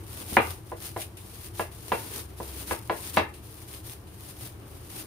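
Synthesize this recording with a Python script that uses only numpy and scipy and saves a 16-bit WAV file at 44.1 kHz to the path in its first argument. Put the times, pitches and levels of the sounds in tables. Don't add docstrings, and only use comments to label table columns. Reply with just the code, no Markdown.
import sys
import numpy as np
from scipy import signal
from scipy.fft import rfft, irfft, next_fast_len
from scipy.io import wavfile

SR = 44100
rng = np.random.default_rng(int(sys.argv[2]) if len(sys.argv) > 2 else 0)


def store_wav(level_fs):
    pcm = np.round(np.clip(np.atleast_2d(level_fs), -1, 1) * 32767)
    wavfile.write(sys.argv[1], SR, pcm.T.astype(np.int16))


N = 223221
TIME = np.arange(N) / SR


def from_db(db):
    return 10 ** (np.asarray(db) / 20)


def rms_one(x):
    return x / np.sqrt(np.mean(x ** 2) + 1e-20)


def at_hz(points, hz):
    table_hz, value = np.transpose(points)
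    return np.interp(np.log(hz + 1e-6), np.log(table_hz), value)


def drift(rate):
    knots = rng.standard_normal(4096)
    return rms_one(np.interp(TIME * rate, np.arange(len(knots)), knots))


# (frequency [Hz], correlation [0-1])
LIKENESS = [(100, .995), (200, .88), (400, .68), (750, .42), (1250, .08), (3000, 0)]


def stereo_noise(spectrum, size=N):
    n = next_fast_len(size)
    hz = np.fft.rfftfreq(n, 1 / SR)
    alike = np.clip(at_hz(LIKENESS, hz), -1, 1)
    mid, side = rfft(rng.standard_normal((2, n)))
    pair = np.sqrt(1 + alike) * mid + np.sqrt(1 - alike) * side * [[1], [-1]]
    coloured = pair * from_db(at_hz(spectrum, hz))
    return rms_one(irfft(coloured, n)[:, :size])


def add(out, sound, s):
    i = max(round(s * SR), 0)
    out[..., i:i + sound.shape[-1]] += sound[..., :N - i]


def jolts(rows, fade_db_per_s, rise_s=.004):
    envelope = 0
    for s, db, *_ in rows:
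        age = TIME - s
        rise = np.clip(age / rise_s, 0, 1)
        envelope = envelope + rise * from_db(db - fade_db_per_s * np.maximum(age, 0))
    return envelope


# (frequency [Hz], relative density [dB per Hz])
RUMBLE = [(20, -11), (33, -19), (48, -9.5), (60, -12.5), (76, 0), (112, 1.5), (155, -12.5), (190, -10.5),
          (245, -20.5), (320, -8.5), (520, -21.5), (1100, -24), (2200, -34.5), (9000, -46)]
# (frequency [Hz], level before wavering [dB])
HUM = [(49.5, -59.5), (75, -59), (99, -66.5)]
# (time [s], level before wavering [dB])
DRONE = [(1.85, -63), (2.05, -50), (2.7, -45), (2.95, -62)]


def background(rumble_db=-45, drone_hz=68, waver_db=3.5, waver_rate=4, wander_rad=0.68):
    drone_s, drone_db = np.transpose(DRONE)
    lines = HUM + [(drone_hz, np.interp(TIME, drone_s, drone_db))]
    hum = 0
    for hz, db in lines:
        gain = from_db(db + waver_db * drift(waver_rate))
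        phase = 2 * np.pi * hz * TIME + wander_rad * drift(waver_rate)
        hum = hum + gain * np.sqrt(2) * np.sin(phase)
    return hum + from_db(rumble_db) * stereo_noise(RUMBLE)


# (frequency [Hz], t60 [s])
KITCHEN = [(150, 0.16), (500, 0.22), (1200, 0.31), (2500, 0.25), (6000, 0.16)]


def kitchen(x, gap_s=.006):
    t = np.arange(SR // 2) / SR
    hz = np.fft.rfftfreq(len(t), 1 / SR)
    centres = np.transpose(KITCHEN)[0]
    noise = rfft(stereo_noise([(100, 0), (10000, 0)], size=len(t)))
    tail = 0
    for share, (_, t60) in zip(np.eye(len(centres)), KITCHEN):
        band = irfft(noise * at_hz(np.c_[centres, share], hz), len(t))
        tail = tail + band * from_db(-60 * t / t60)
    tail = rms_one(tail * (t > gap_s)) / np.sqrt(len(t))
    return signal.fftconvolve(x, tail, axes=1)[:, :N]


# (peak time [s], level [dB], length of the exponential fade [s])
SLIPS = [(1.018, -33, 0.019), (1.171, -44.5, 0.043), (1.72, -49, 0.025), (3.29, -52, .01),
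         (3.34, -46.5, 0.045), (3.739, -39.5, 0.01), (4.071, -52.5, 0.06), (4.906, -46, .009),
         (4.963, -38, .008)]
# (frequency [Hz], relative density [dB per Hz])
SLIP = [(800, -25), (1900, -5), (2600, 0), (3800, -2.5), (6000, -9), (8200, -8), (9000, 2), (15000, -9)]


def slips(rise_s=0.0042):
    level = 0
    for s, db, length in SLIPS:
        rise = np.clip((TIME - s) / rise_s + 1, 0, 1)
        level = level + from_db(db) * rise * np.exp(-np.abs(TIME - s) / length)
    return level * stereo_noise(SLIP)


def crinkles(per_s=220, size_db=3.2, snap_t60=.006):
    sizes = from_db(size_db * np.minimum(rng.exponential(1, N), 4))
    snaps = sizes * (rng.random(N) < per_s / SR)
    decay_per_sample = from_db(-60 / (snap_t60 * SR))
    return rms_one(signal.lfilter([1], [1, -decay_per_sample], snaps + 1e-18))


def stroke_shape(start, length, build_db, attack_s=0.029, release_db_per_s=232):
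    age = TIME - start
    attack = np.clip(age / attack_s, 0, 1)
    still_to_build_db = build_db * np.clip(1 - age / length, 0, 1)
    released_db = release_db_per_s * np.maximum(age - length, 0)
    return attack * from_db(-still_to_build_db - released_db)


# (start [s], length [s], final swish before texture [dB], build-up [dB],
# final squash before texture [dB])
STROKES = [(-0.03, 0.071, -56.5, 0.5, -50), (0.044, 0.18, -41.5, 10, -47.5),
           (0.235, 0.12, -36.5, 12.5, -45), (0.39, 0.12, -40, 7.5, -46), (0.63, .07, -54.5, 11, -62),
           (0.742, 0.12, -38, 19.5, -58), (0.935, 0.07, -39, 20, -62), (1.157, 0.31, -45, 12, -73.5),
           (1.525, 0.092, -40, 9.5, -53), (1.697, 0.22, -48.5, 6, -56), (1.852, 0.21, -42, 3.5, -47),
           (2.085, 0.095, -37, 7, -42), (2.263, .08, -58.5, -1.5, -54), (2.357, 0.27, -41.5, 7, -48),
           (2.652, 0.072, -35, 8.5, -41.5), (2.804, 0.057, -51.5, 3, -63), (2.892, .2, -40.5, 7.5, -49),
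           (3.115, 0.047, -37.5, 8, -46), (3.413, 0.24, -51.5, 2, -73), (3.658, 0.12, -47, 2.5, -55),
           (3.817, 0.099, -42.5, 9.5, -61), (4.11, 0.19, -46, 13, -60), (4.321, 0.13, -41, 16.5, -49),
           (4.528, .11, -67, 0, -53), (4.644, 0.26, -53, 4, -52.5), (4.884, 0.12, -39.5, 8, -47.5)]
# (time [s], squash level before texture [dB])
BURSTS = [(0.321, -35), (0.369, -24), (2.71, -35.5), (3.172, -20)]


def rubbing(resting_swish_db=-63, resting_squash_db=-60, burst_fade_db_per_s=341):
    swish_power = from_db(resting_swish_db) ** 2
    squash_power = from_db(resting_squash_db) ** 2 + jolts(BURSTS, burst_fade_db_per_s) ** 2
    for start, length, swish_db, build_db, squash_db in STROKES:
        shape = stroke_shape(start, length, build_db)
        swish_power = swish_power + (from_db(swish_db) * shape) ** 2
        squash_power = squash_power + (from_db(squash_db) * shape) ** 2
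    return np.sqrt(swish_power), np.sqrt(squash_power)


# (frequency [Hz], relative density [dB per Hz])
SWISH = [(300, -7.5), (1500, -7), (3000, -4), (5000, -5), (8200, -8.5), (8900, 2), (10500, -2), (15500, -4)]
# (frequency [Hz], relative density [dB per Hz])
SQUASH = [(120, -7), (330, 13.5), (600, -0.5), (1000, -0.5), (2000, -9.5), (3000, -8.5), (5000, -25.5),
          (9000, -61)]


def strokes(swish_db=2.0, crinkle_db=-4, flutter_db=1.4, flutter_rate=70, crumble_db=2.0, crumble_rate=60):
    swish, squash = rubbing()
    hiss = from_db(swish_db + flutter_db * drift(flutter_rate))
    grain = np.hypot(hiss, from_db(crinkle_db) * crinkles())
    wrapping = swish * grain * stereo_noise(SWISH)
    crumble = from_db(crumble_db * drift(crumble_rate))
    potato = squash * crumble * stereo_noise(SQUASH)
    return wrapping + potato


# (frequency [Hz], relative density [dB per Hz])
THUD = [(25, -28), (55, -14.5), (88, 13), (130, -11.5), (250, -28), (1000, -70)]


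def thuds(thud_db=-35, fade_db_per_s=90):
    return from_db(thud_db) * jolts(KNOCKS, fade_db_per_s) * stereo_noise(THUD)


def contact(t, corner_hz, roundness):
    power = max(roundness, 1)
    age = 2 * np.pi * corner_hz * np.sqrt((power + 1) / 3) * t
    force = age ** power * np.exp(-age)
    return force / force.sum()


# (frequency [Hz], level struck at the centre [dB], level struck at the wall [dB], rise [s])
JOLT = [(508, -8.5, -31, 0.001), (963, -2, -5.5, 0.00092), (2104, -3.5, 3.5, 0.00032),
        (3130, 5, -3, 0.00017)]


def base_jolt(t, place):
    jolt = 0
    for hz, centre_db, wall_db, rise in JOLT:
        envelope = t / rise * np.exp(1 - t / rise)
        gain = from_db(centre_db + place * (wall_db - centre_db))
        jolt = jolt + gain * envelope * np.sin(2 * np.pi * hz * t)
    return jolt


# (time [s], strength [dB], contact corner at roundness 2 [Hz],
# contact roundness [exponent, higher is smoother], place [0 centre - 1 wall], echo re direct sound [dB])
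KNOCKS = [(0.3205, -10, 300, 15, 0.55, 7.5), (0.3685, 0.1, 2610, 11, 1, -5),
          (0.718, -23, 1490, 4.5, 0, -0.5), (0.963, -20, 1460, 2.1, 0.047, 1),
          (1.5956, -13, 1870, 2.7, 0.12, -5), (1.9189, -9.5, 1680, 1.56, 0, 1),
          (2.4014, -20.5, 1110, 3.7, 0.12, 2.5), (2.7099, -10.5, 1580, 2, 0.2, -8),
          (2.8965, -11, 1790, 2.1, 0.077, -3), (3.1709, -5.5, 2530, 1.3, 0.42, -3.5)]
# (frequency [Hz], level struck at the centre [dB], level struck at the wall [dB], t60 [s])
BOWL = [(197, -30, -31, .14), (231, -29, -25, .14), (338, -19, -22, .21), (455, -18, -32, .1),
        (482, -13, -30, .12), (528, -23, -26, .1), (551, -23, -18, .15), (628, -19, -20, .14),
        (750, -24, -20, .13), (850, -18, -21, .08), (968, -18, -18, .09), (1003, -11, -23, .12),
        (1050, -16, -20, .09), (1165, -17, -20, .12), (1365, -18, -24, .11), (1500, -19, -20, .14),
        (1647, -17, -17, .17), (1761, -24, -18, .15), (1951, -15, -17, .14), (2299, -22, -16, .15),
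        (2392, -20, -14, .16), (2712, -15, -15, .26), (3970, -17, -21, .22)]
# (frequency [Hz], relative density [dB per Hz])
CLACK = [(60, -24), (200, -15.5), (400, -1), (800, 2.5), (1300, -6), (2000, 1), (2700, 1.5), (3050, -1),
         (3900, -1), (5000, 0), (12000, -10.5)]


def knocks(clack_db=-5, clack_t60=0.031, wet_db=2, scatter_db=2.74, echo_s=0.0041):
    body, clacks = np.zeros((2, 2, N))
    t = np.arange(SR // 3) / SR
    hz, centre_db, wall_db, t60 = np.transpose(BOWL)[:, :, None]
    apart = np.arccos(np.clip(at_hz(LIKENESS, hz), -1, 1)) / 2
    phase = np.pi * (np.arange(len(hz))[:, None] + 1) + np.array([apart, -apart])
    modes = np.sin(2 * np.pi * hz * t + phase) * from_db(-60 * t / t60)
    for s, db, corner_hz, roundness, place, echo_db in KNOCKS:
        force = from_db(db) * contact(t, corner_hz, roundness)[None]
        scatter = scatter_db * rng.standard_normal(hz.shape)
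        mode_db = centre_db + place * (wall_db - centre_db) + scatter
        ring = (from_db(mode_db) * modes).sum(axis=1)
        add(body, signal.fftconvolve(ring, force, axes=1), s)
        jolt = signal.fftconvolve(base_jolt(t, place), force[0])
        for when, path_db in [(s, 0), (s + echo_s, echo_db)]:
            clack_gain = from_db(clack_db + path_db - 60 * t / clack_t60)
            clack = clack_gain * stereo_noise(CLACK, size=len(t))
            add(clacks, signal.fftconvolve(clack, force, axes=1), when)
            add(body, from_db(path_db) * jolt, when)
    return body + clacks + from_db(wet_db) * kitchen(clacks)


def scene():
    return background() + slips() + strokes() + thuds() + knocks()


# (frequency [Hz], left minus right [dB])
BALANCE = [(100, 2), (250, 2), (700, 1), (4000, 1), (8500, 4), (15000, 3.5)]


def record(dry, low_cut_hz=40, top_cut_hz=15550, ceiling=.96):
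    n = next_fast_len(N + SR // 10)
    lean_db = at_hz(BALANCE, np.fft.rfftfreq(n, 1 / SR)) / 2
    heard = irfft(rfft(dry, n) * from_db([lean_db, -lean_db]), n)[:, :N]
    low_cut = signal.butter(2, low_cut_hz, "high", fs=SR, output="sos")
    heard = signal.sosfilt(low_cut, heard)
    rounded = heard / (1 + (heard / ceiling) ** 6) ** (1 / 6)
    top_cut = signal.ellip(12, .1, 80, top_cut_hz, fs=SR, output="sos")
    return signal.sosfilt(top_cut, rounded)


dry = scene()
out = record(dry)
store_wav(out)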